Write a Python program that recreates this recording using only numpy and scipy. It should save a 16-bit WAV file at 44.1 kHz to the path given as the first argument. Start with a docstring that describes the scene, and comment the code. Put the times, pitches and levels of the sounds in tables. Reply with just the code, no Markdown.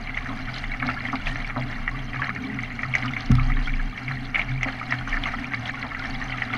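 """Wavelets slap the bow of a racing kayak in short plops, among fizzing bubbles and drips, on a calm creek.
Slaps and drips are ringing bubbles with froth; air gulping under the hull is a falling run of bubbles.
Filtered noise and bubble swarms make the wash; narrow noise bands make the hollow hull drone and shudder.
One dull knock, probably from the paddle, is a sum of decaying modes with a rattle after it.
A camera in a closed housing on the deck hears it; a faint whine, and a faint hiss that differs
between the channels, lie under all."""
import sys
import numpy as np
from scipy import signal
from scipy.fft import rfft, irfft, next_fast_len
from scipy.io import wavfile
from scipy.ndimage import uniform_filter1d

SR = 44100
rng = np.random.default_rng(int(sys.argv[2]) if len(sys.argv) > 2 else 0)


def generate_wav(sig):
    """Save sig (samples, or channels by samples) to the path in sys.argv[1] as 16-bit PCM at SR."""
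    pcm = np.round(np.clip(np.atleast_2d(sig).T, -1, 1) * 32767).astype(np.int16)
    wavfile.write(sys.argv[1], SR, pcm)


N = 289737
TIME = np.arange(N) / SR  # s
LEAD_S = 0.012  # froth before the main bubble of a splash

# water running along the hull, reference level over time: [t/s, level/dB]
FLOW_LEVEL = [(0.0, -39), (0.44, -37.5), (0.75, -37), (1.26, -37.5), (2.69, -40.5), (3.05, -36.5),
              (3.5, -37), (3.79, -38.5), (4.9, -37.5), (5.12, -36.5), (5.27, -34), (5.67, -38.5),
              (6.18, -35.5), (6.57, -36.5)]
# response of deck and housing to a slap: [f/Hz, level/dB]
HOUSING_RESPONSE = [(400, -5.5), (740, 3.5), (920, -4.5), (1280, 3), (1550, -6), (2250, 3.5), (2560, -5),
                    (2800, -0.5), (3650, -7), (4100, -8.5), (6300, -6), (7000, -13.5)]


def undb(db):
    """Level definition: decibels to amplitude gain."""
    return 10 ** (np.asarray(db) / 20)


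def unit(x):
    """Normalisation to rms 1, by mean power."""
    return x / np.sqrt(np.mean(x ** 2))


def curves(rows):
    """Linear interpolation in time of each column of a table."""
    s, *columns = np.transpose(rows)
    return [np.interp(TIME, s, column) for column in columns]


def add(out, s, sound):
    """Superposition: mix a sound into out from time s on."""
    start = int(np.clip(s * SR, 0, N - 1))
    out[start:start + len(sound)] += sound[:N - start]


def colour(x, points):
    """Linear filtering by a spectrum of (f/Hz, level/dB) points, joined on a logarithmic frequency axis."""
    hz, db = np.transpose(points)
    size = next_fast_len(len(x) + 4096)
    f = np.maximum(np.fft.rfftfreq(size, 1 / SR), 1)
    gain = undb(np.interp(np.log(f), np.log(hz), db))
    return irfft(rfft(x, size) * gain, size)[:len(x)]


def band(hz, width_hz, size):
    """Resonance driven by noise: random sound around one frequency, rms 1."""
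    f = np.fft.rfftfreq(size, 1 / SR)
    response = 1 / (1 + (2 * (f - hz) / width_hz) ** 4) ** 0.61
    return unit(irfft(rfft(rng.standard_normal(size)) * response, size))


def walk(rate):
    """Random modulation: smoothed steps at the given rate per second, rms 1."""
    hold = int(SR / rate)
    steps = np.repeat(rng.standard_normal(N // hold + 1), hold)
    return unit(uniform_filter1d(steps, hold)[:N])


def fade(t, t60):
    """Exponential decay: 60 dB down after t60."""
    return np.exp(-np.log(1000) * t / t60)


def swells(rows, rise_s, t60):
    """Addition of powers: one envelope per level column, each event rising to its time and then decaying."""
    s, *columns = np.transpose(rows)
    t = TIME - s[:, None]
    shape = np.exp(-(np.minimum(t, 0) / rise_s) ** 2) * fade(np.maximum(t, 0), t60)
    return [np.sqrt(undb(column) ** 2 @ shape ** 2) for column in columns]


def bubble(hz, cycles, rise, glide):
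    """Volume resonance of a bubble: swells over rise cycles, decays 60 dB in cycles and glides; envelope peak 1."""
    turn = np.arange(int(cycles * SR / hz) + 2) * hz / SR
    shape = (1 - np.exp(-(turn / rise) ** 2)) * fade(turn, cycles)
    phase = turn * (1 + glide * turn / cycles / 2) + rng.random()
    return shape / shape.max() * np.sin(2 * np.pi * phase)


def swarm(rate, low_hz, high_hz, cycles, spread_db):
    """Incoherent superposition of many bubbles with random time, pitch, strength and ringing."""
    out = np.zeros(N)
    for when, pitch, size, life in rng.random((int(rate * N / SR), 4)):
        gain = undb(-spread_db * np.log(size + .02))
        hz = low_hz * (high_hz / low_hz) ** pitch
        add(out, when * N / SR, gain * bubble(hz, cycles * (.5 + life), rise=0.35, glide=0.035))
    return out


def splash(hz, ring_cycles, beads_db, froth_db, froth_t60, width_hz):
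    """Bubble entrainment by a slap: a main bubble LEAD_S in, four beads of nearby pitch after it, and froth."""
    t = np.arange(4096) / SR - LEAD_S
    froth_shape = np.where(t > 0, fade(t, froth_t60), fade(np.abs(t), 0.0075))
    out = undb(froth_db) * band(hz, width_hz, size=4096) * froth_shape
    add(out, LEAD_S, bubble(hz, ring_cycles, rise=0.9, glide=0.022 + 0.13 * rng.standard_normal()))
    for late, detune in rng.standard_normal((4, 2)):
        bead = bubble(hz * np.exp(0.1585 * detune), ring_cycles, rise=1.95, glide=0.082)
        add(out, LEAD_S + 0.002006 + .007 * abs(late), undb(beads_db) * bead)
    return out


def mode(hz, width_hz, steadiness):
    """Sustained resonance: noise in a narrow band, its beating evened out by steadiness; rms near 1."""
    x = band(hz, width_hz, size=next_fast_len(N))
    envelope = np.abs(signal.hilbert(x))
    return unit((x / (envelope + 0.57) ** steadiness)[:N])


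def stereo_hiss():
    """Uncorrelated noise: an independent faint hiss in each of two channels."""
    # hiss spectrum: [f/Hz, level/dB]
    hiss_spectrum = [(35, -39), (60, -2), (209, -19.5), (355, 0), (514, -3.5), (2780, -2), (4410, 0.5),
                     (15000, -33.5)]
    hiss = np.array([unit(colour(rng.standard_normal(N), hiss_spectrum)) for _ in range(2)])
    return undb(-68.0) * hiss


def whine():
    """Pure tones: the camera's faint steady whine."""
    # tones: [f/Hz, rms level/dB]
    tones = [(10645, -78.5), (13187, -89)]
    return sum(undb(db) * np.sqrt(2) * np.sin(2 * np.pi * hz * TIME) for hz, db in tones)


def hull():
    """Forced resonance: the boat flexes, swells sound its hollow boom and deck panels, over rumble and slosh."""
    # slow flexing of the whole boat, before a fixed gain: [t/s, level/dB]
    flex_level = [(0.0, -39), (0.46, -31.5), (0.51, -44), (0.68, -32.5), (1.11, -47.5), (1.26, -28.5),
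                  (1.53, -40), (1.77, -29.5), (2.47, -51), (2.61, -41), (3.18, -46), (3.33, -22),
                  (3.84, -25.5), (4.03, -47), (4.08, -41), (4.43, -37), (4.5, -34), (4.94, -48),
                  (5.14, -25), (5.65, -59), (6.17, -32), (6.57, -58)]
    # swells that shove the hull: [t/s, hollow boom level/dB, deck panel level/dB]
    shoves = [(0.32, -38.5, -34.5), (0.5, -36.5, -61), (0.85, -34, -34), (1.09, -39, -35),
              (1.31, -34.5, -40), (1.61, -31, -33.5), (1.97, -34, -36.5), (2.19, -33, -49),
              (2.42, -40, -33), (2.58, -33.5, -38.5), (2.9, -31.5, -47), (3.07, -30, -34), (3.52, -32, -34),
              (3.74, -38, -40), (4.11, -30, -36), (4.53, -26.5, -49), (4.96, -32.5, -38.5),
              (5.2, -38.5, -36.5), (5.4, -59, -37), (5.6, -34, -61), (6.14, -37.5, -38.5),
              (6.35, -37.5, -47), (6.54, -36.5, -37.5)]
    # spectrum of the dull rumble: [f/Hz, level/dB]
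    rumble_spectrum = [(15, -1.5), (38, -2.5), (52, -17.5), (72, 0), (92, -4), (150, -7.5), (180, -8.5),
                       (210, -2), (280, -6), (325, -25), (410, -16), (500, -23), (900, -55)]
    # a wave sloshing along the underside: [centre t/s, 1/e half-length/s, f/Hz, bandwidth/Hz, level/dB]
    sloshes = [(2.435, 0.11, 415, 48, -49.5), (2.453, 0.2, 203, 72, -37.5)]

    boom_push, deck_push = swells(shoves, rise_s=0.057, t60=0.74)
    # steady ringing goes on between the shoves
    boom_gain = np.hypot(undb(-43.5), boom_push)
    deck_gain = np.hypot(undb(-44.5), deck_push)
    flex_db, = curves(flex_level)
    flex = undb(flex_db + 1.8) * mode(28.75, 6.5, steadiness=0.89)
    boom = boom_gain * mode(125.1, 16.7, steadiness=1.0)
    deck = deck_gain * mode(257.0, 41.3, steadiness=0.16)
    # the rumble swells with the deck, over a compressed range
    rumble = undb(-25.0) * deck_gain ** 0.36 * unit(colour(rng.standard_normal(N), rumble_spectrum))
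    slosh = np.zeros(N)
    for s, length, hz, width_hz, db in sloshes:
        shape = np.exp(-((TIME - s) / length) ** 2)
        slosh += undb(db) * shape * mode(hz, width_hz, steadiness=0.27)
    return flex + boom + deck + rumble + slosh


def knock():
    """Modal excitation: one soft, heavy blow rings all hull modes, and the housing rattles in its mount after it."""
    # hull modes, levels before the blow's weighting: [f/Hz, level/dB, t60/s]
    hull_modes = [(29.5, -40, 0.37), (58, -14.5, 0.5), (89.9, -21, 1), (124.4, -8, 0.54),
                  (148.3, -23, 0.72), (215, -19, 0.21), (229.6, -8, 0.14), (257.5, -19, 0.5),
                  (420, -25.5, 0.086)]
    # weighting of the modes by the soft blow: [f/Hz, level/dB]
    blow_spectrum = [(270, -1.5), (325, -15), (400, -7), (600, 7)]
    # rattling of the housing, levels before its weighting: [t/s, level/dB]
    ticks = [(3.3147, -26), (3.318, -28), (3.353, -26), (3.358, -37)]
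    # weighting of the rattle, falling towards the treble: [f/Hz, level/dB]
    rattle_spectrum = [(1800, 10), (3000, 4), (6300, -1.5), (7500, -15), (10000, -4), (12000, -4)]

    thump, rattle = np.zeros(N), np.zeros(N)
    t = np.arange(SR) / SR
    ring = sum(undb(db) * fade(t, t60) * np.sin(2 * np.pi * hz * t) for hz, db, t60 in hull_modes)
    onset = 1 - np.exp(-(t / .003) ** 2)
    add(thump, 3.2985, ring * onset)
    for s, db in ticks:
        add(rattle, s, undb(db) * band(4000, 7500, size=1024) * fade(t[:1024], .006))
    return colour(thump, blow_spectrum) + colour(rattle, rattle_spectrum)


def wash():
    """Flow noise and bubble ringing: a rush, gurgle and fine fizz along the hull, surging as waves break."""
    # waves breaking on the bow: [t/s, foam level/dB, spray level/dB]
    breakers = [(0.58, -51, -50), (0.86, -31, -51.5), (1.07, -43, -50), (1.28, -31.5, -41.5),
                (2.2, -37, -53), (2.5, -37, -63), (2.63, -40.5, -49.5), (2.97, -29, -44.5),
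                (3.66, -56, -45.5), (4.38, -29.5, -46.5), (4.65, -36, -51), (4.94, -32, -47.5),
                (5.1, -37, -47), (5.28, -39, -61), (5.54, -51, -68), (5.67, -35.5, -49), (6.04, -35, -48.5),
                (6.55, -30, -49)]
    # spectrum of the churning water: [f/Hz, level/dB]
    water_spectrum = [(300, -12.5), (500, -17.5), (630, -6.5), (750, 1), (920, -9), (1280, -5.5),
                      (1550, -5.5), (2200, -1), (2380, -6), (2560, -18), (2760, -6.5), (3300, -34.5),
                      (3700, -26), (6000, -51.5)]
    # spectrum of the spray: [f/Hz, level/dB]
    spray_spectrum = [(2400, 1), (3200, 7), (3700, -0.5), (4050, 5.5), (4750, 0), (4950, -0.5),
                      (5350, -4.5), (6300, -3.5), (6750, -12.5), (8200, -18), (10400, -13.5), (11500, -40),
                      (13200, -43), (15000, -48)]

    flow_db, = curves(FLOW_LEVEL)
    foam, thrown = swells(breakers, rise_s=0.031, t60=0.38)
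    surge = undb(1.71 * walk(45))
    rush = unit(colour(rng.standard_normal(N), water_spectrum))
    gurgle_bubbles = swarm(rate=330, low_hz=1093, high_hz=3550, cycles=76, spread_db=6.5)
    gurgle = unit(colour(gurgle_bubbles, water_spectrum))
    hiss = unit(colour(rng.standard_normal(N), spray_spectrum))
    fizz_bubbles = swarm(rate=1300, low_hz=2950, high_hz=9070, cycles=62, spread_db=6.5)
    fizz = unit(colour(fizz_bubbles, spray_spectrum))
    # steady flow and breaking waves add in power
    churn_gain = np.hypot(undb(flow_db + 0.5), foam)
    spray_gain = np.hypot(undb(flow_db - 15.5), thrown)
    churn = churn_gain * (undb(-3.0) * rush + undb(-3.5) * gurgle)
    spray = spray_gain * (undb(-4.0) * hiss + undb(2.5) * fizz)
    return surge * (churn + spray)


def gulps():
    """Larger bubbles ring lower: an air pocket breaks into a ragged falling run; its collapse thumps the deck."""
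    # air pockets under the hull, levels before fixed gains and the housing:
    # [t/s, level/dB, first f/Hz, last f/Hz, length/s, hull push level/dB]
    pockets = [(0.29, -28, 1330, 890, .04, -35), (0.828, -28, 1140, 583, 0.04, -24.5),
               (0.889, -36, 1250, 680, 0.038, -44), (1.131, -23, 1090, 754, .02, -23),
               (1.564, -21.5, 1245, 660, 0.025, -25), (2.226, -29, 1290, 820, 0.032, -36),
               (4.656, -29, 980, 563, 0.024, -22), (5.159, -28.5, 1410, 960, 0.028, -55),
               (5.834, -25, 1240, 700, 0.024, -30), (6.548, -30.5, 1120, 650, 0.037, -22)]

    out = np.zeros(N)
    for s, db, first_hz, last_hz, length, push_db in pockets:
        for step in np.linspace(0, 1, 5):
            late, detune = rng.standard_normal(2) * (.0015, .1)
            hz = first_hz * (last_hz / first_hz) ** step * np.exp(detune)
            blob = splash(hz, ring_cycles=22, beads_db=-8.5, froth_db=-7.5, froth_t60=0.089, width_hz=1120)
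            add(out, s - LEAD_S + length * step + late, undb(db + 0.5 - 12.0 * step) * blob)
        add(out, s, undb(push_db + 4) * bubble(255, cycles=27, rise=2.0, glide=0.11))
    return colour(out, HOUSING_RESPONSE)


def ripples():
    """Random arrivals: light slaps, louder when the flow is; rows of (t/s, level/dB, f/Hz)."""
    rate = 7.5  # per second
    chance = rng.random((int(rate * N / SR), 3))
    s = chance[:, 0] * N / SR
    size, pitch = np.sqrt(12) * (chance[:, 1:].T - .5)  # uniform, standard deviation 1
    db = np.interp(s, *np.transpose(FLOW_LEVEL)) + 9.5 + 2.8 * size
    hz = 2030 * 2 ** (.12 * pitch)  # scatter in octaves
    return list(zip(s, db, hz))


def plops():
    """Ringing of entrained air: wavelets and ripples slap the bow and drops land beside it."""
    # wavelets slapping the bow, levels before a fixed gain and the housing: [t/s, level/dB, f/Hz]
    wavelets = [(0.095, -23.5, 1960), (0.175, -19, 2050), (0.259, -22.5, 1750), (0.64, -21, 1990),
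                (0.738, -20, 2050), (0.826, -16.5, 1570), (0.889, -16.5, 1400), (1.052, -25.5, 2100),
                (1.086, -21, 1780), (1.1, -27.5, 2080), (1.156, -24, 2200), (1.27, -16, 2440),
                (1.358, -23, 1710), (1.506, -24, 1710), (1.878, -15, 1890), (2.133, -24.5, 1890),
                (2.144, -21, 1660), (2.219, -14, 1650), (2.232, -21, 1860), (2.243, -20.5, 1700),
                (2.293, -17.5, 1740), (2.362, -21, 1830), (2.589, -21.5, 1970), (2.635, -23, 2130),
                (2.792, -21.5, 2010), (2.833, -16, 1850), (2.939, -17.5, 2150), (2.952, -12.5, 2085),
                (3.025, -21.5, 2090), (3.051, -22.5, 1430), (3.08, -22, 2830), (3.167, -19.5, 2050),
                (3.385, -25.5, 1235), (3.396, -22, 2250), (3.52, -23, 1980), (3.57, -23.5, 1770),
                (3.694, -25.5, 2210), (3.796, -23, 1690), (4.081, -23.5, 2160), (4.113, -22, 1740),
                (4.346, -14.5, 2260), (4.357, -13.5, 2130), (4.394, -13.5, 2160), (4.416, -17, 2300),
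                (4.631, -14.5, 2075), (4.686, -19.5, 1730), (4.813, -25, 1270), (4.909, -21, 1900),
                (4.924, -12, 1730), (5.075, -21, 1470), (5.127, -21.5, 2200), (5.142, -19, 1750),
                (5.171, -23.5, 1520), (5.238, -20, 2290), (5.286, -20, 1800), (5.339, -24, 1310),
                (5.444, -22, 2330), (5.536, -21, 2100), (5.694, -18.5, 1800), (5.828, -22.5, 1950),
                (5.948, -23, 1990), (6.049, -23, 1760), (6.215, -22.5, 1830), (6.324, -24, 2050),
                (6.382, -22.5, 1960), (6.421, -15, 1890), (6.537, -20, 2120)]
    # small drops landing close by, levels before a fixed gain and the housing: [t/s, level/dB, f/Hz]
    drips = [(0.542, -24, 4040), (0.583, -26, 4040), (0.868, -25.5, 4070), (1.156, -28, 4000),
             (2.953, -25.5, 6100), (3.059, -28.5, 4630), (3.207, -25, 4100), (3.26, -28.5, 4250),
             (4.632, -29, 5850), (4.909, -28.5, 4780), (5.237, -23, 3300), (5.657, -25, 3300),
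             (5.994, -27, 4100)]

    out = np.zeros(N)
    for s, db, hz in list(wavelets) + ripples():
        slap = splash(hz, ring_cycles=34.4, beads_db=-11.5, froth_db=-10, froth_t60=0.041, width_hz=1610)
        add(out, s - LEAD_S, undb(db + 2) * slap)
    for s, db, hz in drips:
        drop = splash(hz, ring_cycles=61, beads_db=-12, froth_db=-3.5, froth_t60=0.024, width_hz=1850)
        add(out, s - LEAD_S, undb(db + 1.5) * drop)
    return colour(out, HOUSING_RESPONSE)


def scene():
    """Superposition: water, boat and whine are one common signal; only the hiss differs between channels."""
    common = whine() + hull() + knock() + wash() + gulps() + plops()
    return common + stereo_hiss()


def record(dry):
    """Band limitation: the camera cuts the top with a steep elliptic low-pass."""
    top_hz = 14900
    lowpass = signal.ellip(8, .2, 70, top_hz, fs=SR, output="sos")
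    return signal.sosfilt(lowpass, dry)


dry = scene()
out = record(dry)
generate_wav(out)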